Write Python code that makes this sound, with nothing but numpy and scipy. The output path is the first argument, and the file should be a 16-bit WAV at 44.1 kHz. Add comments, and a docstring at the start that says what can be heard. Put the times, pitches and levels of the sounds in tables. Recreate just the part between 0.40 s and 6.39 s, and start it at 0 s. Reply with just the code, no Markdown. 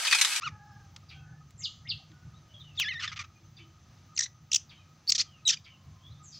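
"""Shrike close to the microphone

A shrike close to a small two-port microphone gives squeaks, a two-voiced whistle, rasps and throbbing
chirps, built from overtones and breath noise. Twigs tick nearby as snaps of noise.
Among the trees other birds whistle, as sines with echo, and a distant cock crows, heard only as echo.
Faint fuzzy tones come and go; a low rumble of far traffic lies under the hiss of the air, all shaped noise."""
import sys
import numpy as np
from scipy import signal
from scipy.fft import rfft, irfft
from scipy.io import wavfile
from scipy.ndimage import uniform_filter1d

SR = 44100
rng = np.random.default_rng(int(sys.argv[2]) if len(sys.argv) > 2 else 0)


def ratio_of_db(decibels):
    """Turn decibels (scalar or array-like) into linear amplitude factors; 0 dB maps to 1."""
    return 10 ** (np.asarray(decibels, float) / 20)


def transcribe(u):
    """Save the signal u as a 16-bit wav file named by the first command-line argument.

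    u: samples, shape (n,) or (channels, n), limited to [-1, 1]; the rate is SR.
    q: integer samples, one column per channel.
    """
    v = np.clip(np.atleast_2d(u).T, -1, 1)
    q = np.round(v * 32767).astype(np.int16)
    wavfile.write(sys.argv[1], SR, q)


N = 264159  # samples, about 6 s


def evened(x):
    """Scales to rms 1."""
    return x / np.sqrt(np.mean(x ** 2) + 1e-20)


def read(points, hz):
    """Reads a spectrum on a log-frequency axis."""
    f, value = np.transpose(points)
    return np.interp(np.log(hz + 1), np.log(f + 1), value)


def add(mix, s, sound):
    """Mixes a sound in at s seconds."""
    part = mix[round(s * SR):][:len(sound)]
    part += sound[:len(part)]


def drift(size, span):
    """Smooth chance of rms 1: noise averaged twice over span samples."""
    span = max(int(span), 1)
    once = uniform_filter1d(rng.standard_normal(size), span)
    return evened(uniform_filter1d(once, span))


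def coloured(x, points):
    """Filters by a spectrum in dB."""
    size = x.shape[-1]
    gain = ratio_of_db(read(points, np.fft.rfftfreq(size, 1 / SR)))
    return irfft(rfft(x) * gain, size)


def band(x, hz, width):
    """A resonance applied once."""
    return signal.lfilter(*signal.iirpeak(hz, hz / width, SR), x)


def follow(rows, edge_s):
    """Pitch and gain along a table, with soft ends."""
    s, hz, db = np.transpose(rows)
    t = np.arange(s[0], s[-1], 1 / SR)
    ends = np.clip(np.minimum(t - s[0], s[-1] - t) / edge_s, 0, 1)
    return np.interp(t, s, hz), ratio_of_db(np.interp(t, s, db)) * np.sin(np.pi / 2 * ends) ** 2


def glide(start, length, from_hz, to_hz, db, peak, start_db, end_db):
    """A note that slides evenly in octaves, swells to its peak (a share of the length) and falls."""
    peak = np.clip(peak, .01, .99)
    peak_hz = from_hz * (to_hz / from_hz) ** peak
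    return [(start, from_hz, db + start_db),
            (start + peak * length, peak_hz, db),
            (start + length, to_hz, db + end_db)]


def trees(x, t60, rise_s, side_db):
    """Scattered echoes from trunks and leaves, nearly alike at both ports."""
    t = np.arange(SR // 2) / SR
    build_up = 1 - np.exp(-(t / rise_s) ** 2)
    taps = rng.standard_normal((2, len(t))) * ratio_of_db(-60 * t / t60) * build_up
    tail = signal.fftconvolve(x[None], taps / np.linalg.norm(taps[0]), axes=1)[:, :N]
    return tail[0] + ratio_of_db(side_db) * tail[1] * np.array([[1], [-1]])


# spectrum of air and microphone hiss: [f/Hz, relative level/dB per Hz]
AIR_SPECTRUM = [(120, -29), (200, 3.5), (294, -5), (334, -2), (394, -13), (558, -10.5), (659, -9),
                (777, -7), (1000, -12), (1230, -7.5), (1370, -11), (3070, -14.5), (6170, -14), (8270, -32),
                (16000, -36.5)]
# ringing hollows of the microphone housing: [f/Hz, width of one pass/Hz, level/dB before flicker, flicker/dB]
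HOLLOWS = [(1251, 66, -74, 5), (6170, 130, -76, 1.5), (7160, 150, -85, 0.5), (15200, 1500, -89, 3.5)]
# spectrum of far traffic: [f/Hz, relative level/dB per Hz]
TRAFFIC_SPECTRUM = [(12, -48.5), (20, -24.5), (32, -17), (74, 2.5), (97, 10), (152, 0), (193, -7.5),
                    (274, -25), (300, -37), (390, -46), (660, -120)]
# swell of the traffic before its quick lumps: [t/s, level/dB]
TRAFFIC_SWELL = [(0.0, -67), (0.1, -45.5), (0.28, -61), (0.32, -53), (0.7, -55.5), (0.88, -48),
                 (1.13, -57.5), (1.17, -47.5), (1.3, -57.5), (1.57, -48), (1.6, -56.5), (1.84, -56),
                 (1.87, -47.5), (2.02, -56.5), (2.83, -52), (2.92, -62.5), (3.02, -56.5), (5.34, -59.5),
                 (5.52, -50), (5.6, -60.5), (5.69, -49.5), (5.99, -62)]
# filter on the left-right difference of the background: [f/Hz, gain/dB]
SIDE_SPECTRUM = [(30, -13), (90, -42.5), (400, -16.5), (3000, -11.5), (10000, -23)]


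def background():
    """Noise as hiss with slow swells, ringing hollows and a lumpy rumble."""
    noise = rng.standard_normal((3, 2, N))  # three sources, each as middle and difference
    air = ratio_of_db(-66 + 1.0 * drift(N, 9000)) * evened(coloured(noise[0], AIR_SPECTRUM))
    hollows = np.zeros((2, N))
    for hz, width, db, flicker_db in HOLLOWS:
        ring = evened(band(band(noise[1], hz, width), hz, width))
        hollows += ratio_of_db(db + flicker_db * drift(N, 1200)) * ring
    lump_db, lump_s = 1, 0.031
    swell_db = np.interp(np.arange(N) / SR, *np.transpose(TRAFFIC_SWELL)) + lump_db * drift(N, lump_s * SR)
    roar = evened(coloured(noise[2], TRAFFIC_SPECTRUM))
    drone = evened(band(noise[2], 149.7, 6.5))  # an engine far away
    rumble = ratio_of_db(swell_db) * evened(roar + 0.47 * drone)
    mid, side = air + hollows + rumble
    return mid + coloured(side, SIDE_SPECTRUM) * np.array([[1], [-1]])


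# faint fuzzy tones far off: [t/s, length/s, f/Hz, width of one pass/Hz, level/dB before the fades]
FUZZY_TONES = [(0.224, 0.17, 5220, 60, -75.5), (0.53, 0.052, 850, 80.5, -64.5), (0.651, 0.43, 780, 90, -70),
               (0.676, 0.32, 1498, 80, -66), (0.808, 0.24, 1737, 70, -71), (1.585, 0.061, 760, 150.4, -66),
               (1.664, 0.32, 1467, 60, -70), (1.695, 0.057, 314, 40, -62), (2.086, 0.114, 610, 50, -72.5),
               (2.891, 0.21, 330, 25, -69), (2.943, 0.066, 2440, 60, -70.5), (3.168, .18, 331, 25, -66),
               (5.096, 0.75, 1045, 90, -73.5)]


def faint_tones():
    """Noise in a narrow resonance, swelling and fading."""
    out = np.zeros(N)
    for s, length, hz, width, db in FUZZY_TONES:
        noise = rng.standard_normal(round(length * SR))
        tone = evened(band(band(noise, hz, width), hz, width))
        add(out, s, ratio_of_db(db) * tone * signal.windows.tukey(len(noise), .6))
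    return out


# a distant cock, before its echo: [t/s, f/Hz, level/dB of the fundamental]
COCK_CROW = [(0.081, 838, -50), (.2, 826.4, -52.5), (0.362, 823, -51), (0.459, 757, -72)]


def cock():
    """A hoarse wavering tone with its octave and the fifth between them."""
    out = np.zeros(N)
    hz, gain = follow(COCK_CROW, 0.016)
    turn = 2 * np.pi * np.cumsum(hz * (1 + 0.0204 * drift(len(hz), 250))) / SR
    tone = np.sin(turn) + 0.69 * np.sin(2 * turn) + 0.53 * np.sin(1.5 * turn)
    add(out, COCK_CROW[0][0], gain * (1 + .5 * drift(len(hz), 400)) * tone)
    return out


def whistles(table, flutter, span, warble):
    """Fluttering sines, all of them and the share that arrives directly: the fainter, the more foliage hides."""
    out, direct = np.zeros((2, N))
    for rows in table:
        hz, gain = follow(rows, 0.0037)
        swell = 1 + flutter * drift(len(hz), span)
        turns = np.cumsum(hz * (1 + warble * drift(len(hz), 250))) / SR
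        whistle = gain * evened(swell * np.sin(2 * np.pi * turns))
        loudest_db = max(row[2] for row in rows)
        add(out, rows[0][0], whistle)
        add(direct, rows[0][0], whistle * np.clip((loudest_db + 58) / 26, 0, 1))
    return out, direct


# The levels of these tables are at the bird, before foliage and echo.
# winding whistles among the trees, one list a whistle: [t/s, f/Hz, level/dB]
WINDING_WHISTLES = [
    [(1.175, 7650, -67.5), (1.2, 6660, -53), (1.226, 5770, -53.5), (1.24, 4900, -36), (1.251, 3890, -33.5),
     (1.262, 2955, -36.5), (1.277, 2650, -61)],
    [(1.482, 5430, -52.5), (1.497, 4560, -32.5), (1.511, 3390, -36), (1.521, 2825, -38), (1.538, 2540, -61)],
    [(2.08, 3025, -71), (2.115, 2948, -62), (2.13, 2940, -64)],
    [(2.198, 3970, -48), (2.21, 3640, -55), (2.23, 2990, -61), (2.29, 2940, -61), (2.3, 2700, -63),
     (2.35, 2650, -66)],
    [(5.59, 3108, -74), (5.66, 3420, -56.5), (5.69, 3630, -67), (5.71, 4100, -61), (5.73, 3570, -73.5),
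     (5.79, 3650, -72)],
    [(5.826, 7550, -66), (5.845, 6940, -60.5), (5.88, 5980, -57.5), (5.92, 5330, -68), (5.95, 5330, -48)],
]
# flick before a falling whistle: [t after its start/s, f/Hz, level/dB added to the flick's own]
FLICK_SHAPE = [(0, 1800, -23), (.024, 2233, -9.5), (.032, 4300, -1)]
# the flicks: [t/s, level/dB]
FLICKS = [(1.194, -46), (1.447, -39.5)]
# plain fading notes among the trees: [t/s, length/s, from f/Hz, to f/Hz, peak level/dB]
PLAIN_NOTES = [(.73, .045, 3284, 3180, -56), (0.773, 0.037, 2630, 2600, -61),
               (1.94, 0.029, 3710, 3850, -62.5), (2.138, 0.033, 3320, 3350, -48),
               (3.197, 0.039, 3100, 2940, -56), (4.345, 0.063, 3150, 3000, -61),
               (4.36, 0.041, 3800, 3770, -67.5), (4.385, 0.042, 2495, 2450, -65),
               (4.86, 0.15, 3280, 2500, -62), (5.29, 0.061, 3140, 2725, -57)]
# hoarse calls from deep in the wood: [t/s, length/s, from f/Hz, to f/Hz, peak level/dB]
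DEEP_CALLS = [(0.68, 0.036, 5700, 2146, -49), (3.159, .034, 5400, 2048, -52),
              (4.285, 0.031, 5300, 2093, -51.5), (5.234, .032, 5300, 2115, -51),
              (5.914, 0.059, 4550, 4630, -48.5), (5.92, 0.032, 4300, 2020, -71)]


def far_birds():
    """Whistles with scatter close to the path and echoes from the trunks; deep calls and cock are echo only."""
    flicks = [[(s + after, hz, db + below_db) for after, hz, below_db in FLICK_SHAPE] for s, db in FLICKS]
    notes = [glide(*row, peak=.05, start_db=-4, end_db=-7.5) for row in PLAIN_NOTES]
    far, direct = whistles(WINDING_WHISTLES + flicks + notes, flutter=0.18, span=43, warble=.02)
    leaves = ratio_of_db(1.0) * trees(far, t60=0.12, rise_s=0.0004, side_db=-36)
    trunk_echo = trees(far + cock(), t60=0.39, rise_s=0.013, side_db=-37)
    trunks = ratio_of_db(-7) * coloured(trunk_echo, [(2500, -2.0), (5000, -3.5), (7500, 19.5)])
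    calls = [glide(*row, peak=0.594, start_db=-4.5, end_db=-2) for row in DEEP_CALLS]
    hoarse = whistles(calls, flutter=0.52, span=12.7, warble=0.0698)[0]
    deep = trees(hoarse, t60=0.24, rise_s=0.0036, side_db=-30)
    return direct + leaves + trunks + deep


# twigs and bill, near the microphone: [t/s, peak level/dB, colour f/Hz, dullness 0-1]
SNAPS = [(0.563, -35, 4000, 0.6), (1.107, -47, 6100, 0), (1.717, -48, 2380, .95), (2.3986, -17, 2980, 0),
         (4.1115, -51.5, 6000, .8), (4.6703, -39, 4970, .8)]


def ticks():
    """Short dry snaps of decaying noise; dull ones keep little but their own colour."""
    out, t = np.zeros(N), np.arange(600) / SR
    for s, db, hz, dull in SNAPS:
        snap = rng.standard_normal(len(t)) * ratio_of_db(-60 * t / 0.021)
        snap = (1 - dull) * snap + band(snap, hz, 0.55 * hz)
        colour = [(500, -24.5), (1250, -2.5), (7000, -4), (10000, -14 - 20 * dull), (15000, -6 - 36 * dull)]
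        snap = coloured(np.pad(snap, 100), colour)
        add(out, s - 100 / SR, ratio_of_db(db) * snap / abs(snap).max())
    return out


# resonance of the shrike's throat and beak, with the microphone's treble: [f/Hz, gain/dB]
VOICE_SPECTRUM = [(700, -26.5), (1000, -36.5), (1250, 3), (1550, -13), (2000, 3.5), (3000, 7), (4000, 8.5),
                  (4900, 12), (5500, 9), (6200, 10.5), (7500, -5.5), (9500, -36.5), (13000, -47.5),
                  (15000, -35)]


def syllable(rough, tilt_db, rows):
    """Membranes in the syrinx make overtones; driven hard they wobble, stutter and hiss."""
    hz, gain = follow(rows, 0.00096 + 0.025 * (rows[-1][0] - rows[0][0]))
    size = len(hz)
    strain = np.clip(rough * np.linspace(.6, 1.3, size), 0, 1)  # each syllable frays towards its end
    turns = np.cumsum(hz * (1 + 0.11 * strain * drift(size, 30))) / SR

    def slope_db(k):
        return tilt_db * np.minimum(k, 3.5)  # the slope evens out above the first few overtones

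    tone = np.zeros(size)
    for k in range(1, 13):
        level = ratio_of_db(slope_db(k) + read(VOICE_SPECTRUM, k * hz)) * (k * hz < SR / 2.2)
        wobble = 1 + 0.98 * strain * drift(size, 21)
        tone += level * wobble * np.cos(2 * np.pi * (k * turns + rng.random()))
    puffs = (0.25 + np.exp(-(turns % 2) / 0.66)) * rng.standard_normal(size)  # air escapes on every second cycle
    hiss_spectrum = [(f, db + 0.98 * slope_db(max(f / hz.mean(), 1))) for f, db in VOICE_SPECTRUM]
    hiss = evened(coloured(puffs, hiss_spectrum))
    throb = 1 + 0.29 * strain * np.tanh(drift(size, 54))  # breath pressure stutters
    voice = (1 - strain) * evened(tone) + (0.045 + .5 * strain) * hiss
    voice /= np.sqrt(uniform_filter1d(voice ** 2, size=160) + 0.12)  # breath, not chance, sets the loudness
    return gain * evened(throb * voice)


# Levels are of the voice as it leaves the beak, before the bass cut; roughness grows along each syllable.
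# held notes: [roughness 0-1, step from one overtone to the next/dB, list of [t/s, f/Hz, level/dB]]
HELD_NOTES = [ (0.14, -11.5, [(.029, 1200, -40), (.034, 1310, -32), (.042, 1396, -38), (.052, 1505, -38),
              (.066, 1342, -32.5), (.079, 1196, -30), (.084, 1100, -42.5), (.095, 850, -44)]),
              (0.031, -15.5, [(2.372, 3838, -40), (2.382, 3577, -34.5), (2.39, 3330, -32),
              (2.42, 2550, -28), (2.435, 2056, -36), (2.452, 1674, -35), (2.482, 1741, -29.5),
              (2.492, 2192, -32.5), (2.503, 2043, -41), (2.512, 2030, -31.5), (2.52, 1815, -40.5),
              (2.535, 1955, -42), (2.57, 1775, -38), (2.59, 2033, -44.5), (2.6, 1775, -35.5),
              (2.614, 1710, -42)]), (0.23, -9.5, [(2.388, 4080, -35), (2.4, 3585, -32), (2.422, 3030, -31),
              (2.452, 2350, -44), (2.466, 2880, -37)]), (0.076, -27, [(2.481, 2890, -44),
              (2.492, 3120, -34), (2.51, 2930, -44.5), (2.53, 2450, -35)]),
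              (0.38, -9.5, [(2.675, 2010, -39), (2.6795, 1760, -29), (2.687, 1726, -42),
              (2.713, 1575, -49.5)]), (0.24, 3, [(3.774, 3130, -32.5), (3.779, 2544, -24.5),
              (3.784, 1820, -33)]), (1, 8, [(3.804, 1880, -31.5), (3.809, 1990, -23), (3.815, 1660, -31)]),
              (0.32, 5.5, [(3.816, 1886, -36), (3.827, 2006, -31), (3.832, 1656, -31), (3.84, 2137, -28.5),
              (3.855, 1750, -44)]), (0.39, -3.5, [(3.856, 1906, -43), (3.865, 2040, -38.5),
              (3.872, 1800, -65.5)]), (0.17, 4.5, [(4.115, 3300, -36.5), (4.119, 2545, -23.5),
              (4.124, 3550, -38.5)]), (0.05, 11.5, [(4.675, 4410, -32), (4.685, 4580, -28),
              (4.689, 4300, -33)]), (0.05, -20, [(4.675, 4670, -39), (4.685, 4910, -35),
              (4.689, 4600, -40)]), (0.59, 3.5, [(4.748, 1994, -30), (4.756, 1794, -22.5),
              (4.767, 1490, -34)]), (0.72, 2.5, [(4.779, 1388, -27), (4.79, 1492, -27.5),
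              (4.811, 2558, -26.5), (4.822, 2127, -32), (4.83, 2020, -51)]),
              (.15, -10, [(4.794, 4366, -25.5), (4.803, 4170, -24.5), (4.81, 5160, -27),
              (4.817, 4800, -30)]), (0.0083, -2, [(5.052, 3980, -36.5), (5.072, 3803, -22),
              (5.077, 3887, -20), (5.082, 2720, -38)]), (0.16, 3, [(5.085, 3270, -23), (5.098, 2525, -23),
              (5.101, 1925, -22), (5.107, 1776, -18), (5.11, 1440, -28), (5.114, 1290, -20)]),
              (0.11, 5, [(5.085, 4273, -27), (5.092, 3640, -19.5), (5.098, 2580, -22.5),
              (5.106, 2570, -48.5), (5.113, 3180, -20)]), (.4, -2, [(5.113, 1275, -42),
              (5.124, 1600, -31.5), (5.133, 1795, -30), (5.141, 1454, -31), (5.145, 1710, -32.5),
              (5.152, 1610, -56.5)]), ]
# quick strokes of the chirps, mostly falling:
# [t/s, length/s, from f/Hz, to f/Hz, peak level/dB, step from one overtone to the next/dB]
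CHIRP_STROKES = [ (3.746, 0.026, 7700, 6600, -51.5, -12), (3.763, 0.0064, 2114, 2080, -31.5, 8),
                 (3.788, 0.011, 2310, 1620, -17, 13), (3.789, 0.01, 2245, 1700, -30, -15),
                 (3.804, 0.01, 1940, 1700, -31.5, -20), (3.82, 0.0057, 2320, 1660, -33, -33),
                 (4.126, 0.012, 4420, 2547, -21.5, 5), (4.132, 0.0064, 3386, 2250, -17.5, 9.5),
                 (4.142, 0.011, 4455, 2100, -14.5, 8.5), (4.155, .013, 4060, 2130, -16, 10),
                 (4.688, 0.018, 5720, 3800, -16, 11.5), (4.697, 0.012, 4730, 1900, -22, 12.5),
                 (4.718, 0.0089, 4090, 1350, -13, 8), (5.073, 0.014, 3885, 2450, -18, 9),
                 (5.169, 0.0091, 2346, 2400, -39.5, -4.5), ]
# rasps and a breath before the whistle: [t/s, rise/s, fall/s, f/Hz, peak level/dB, roughness 0-1]
RASPS_AND_BREATH = [(.009, 0.0034, 0.01114, 1055, -45, 1), (.019, .006, 0.0044, 1208, -36.5, 0.44),
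                    (2.351, 0.022, .008, 3930, -54.5, .95), (2.528, 0.012, 0.013, 1980, -43.5, .83),
                    (2.595, .021, .008, 1738, -37, 0.6), (2.621, 0.026, .027, 1458, -31, 0.73),
                    (2.715, 0.016, .014, 1254, -38, 0.94), (2.759, .019, .009, 1225, -38.5, 1),
                    (2.79, 0.0044, 0.036, 1190, -33, .56), (2.838, 0.0091, 0.012, 1270, -45.5, 0.4)]


def shrike():
    """Held notes, strokes, rasps and a breath; both halves of the syrinx may sound at once."""
    syllables = list(HELD_NOTES)
    for *row, tilt_db in CHIRP_STROKES:
        syllables.append((0.18, tilt_db, glide(*row, peak=.52, start_db=-14.5, end_db=-15.5)))
    for s, rise, fall, hz, db, rough in RASPS_AND_BREATH:
        sagged_hz = hz * (1 - 1.6 * fall)  # pitch sags by a share a second after the peak
        rows = [(s, hz, db - 5.5), (s + rise, hz, db), (s + rise + fall, sagged_hz, db - 15)]
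        syllables.append((rough, -9, rows))
    out = np.zeros(N)
    for rough, tilt_db, rows in syllables:
        add(out, rows[0][0], syllable(np.clip(rough, 0, 1), tilt_db, rows))
    return out


def scene():
    """Near bird almost dry, far birds mostly echo."""
    bird = coloured(shrike(), [(500, -30.5), (800, -9.5), (1050, -1)])  # so small a bird radiates no bass
    near = bird + ticks()
    ground = ratio_of_db(-15.5) * trees(near, t60=0.034, rise_s=0.004, side_db=-36.0)  # perch, hand and ground
    wood_echo = trees(near, t60=0.22, rise_s=0.0021, side_db=-26.0)
    wood = ratio_of_db(-23.5) * coloured(wood_echo, [(2000, 6.5), (5400, 0.5), (6200, 5), (7000, 0.0)])
    return background() + faint_tones() + far_birds() + wood + ground + near


def top_cut(x):
    """Nothing passes above the cut-off."""
    return signal.sosfilt(signal.butter(12, 16480, fs=SR, output="sos"), x)


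def record(dry):
    """A steep low-pass at 15850 Hz ends the treble of both channels."""
    low_pass = signal.firwin(511, 15850, window=("kaiser", 9), fs=SR)
    limited = signal.oaconvolve(dry, low_pass[None], "same")
    return top_cut(limited)


dry = scene()
out = record(dry)
transcribe(out)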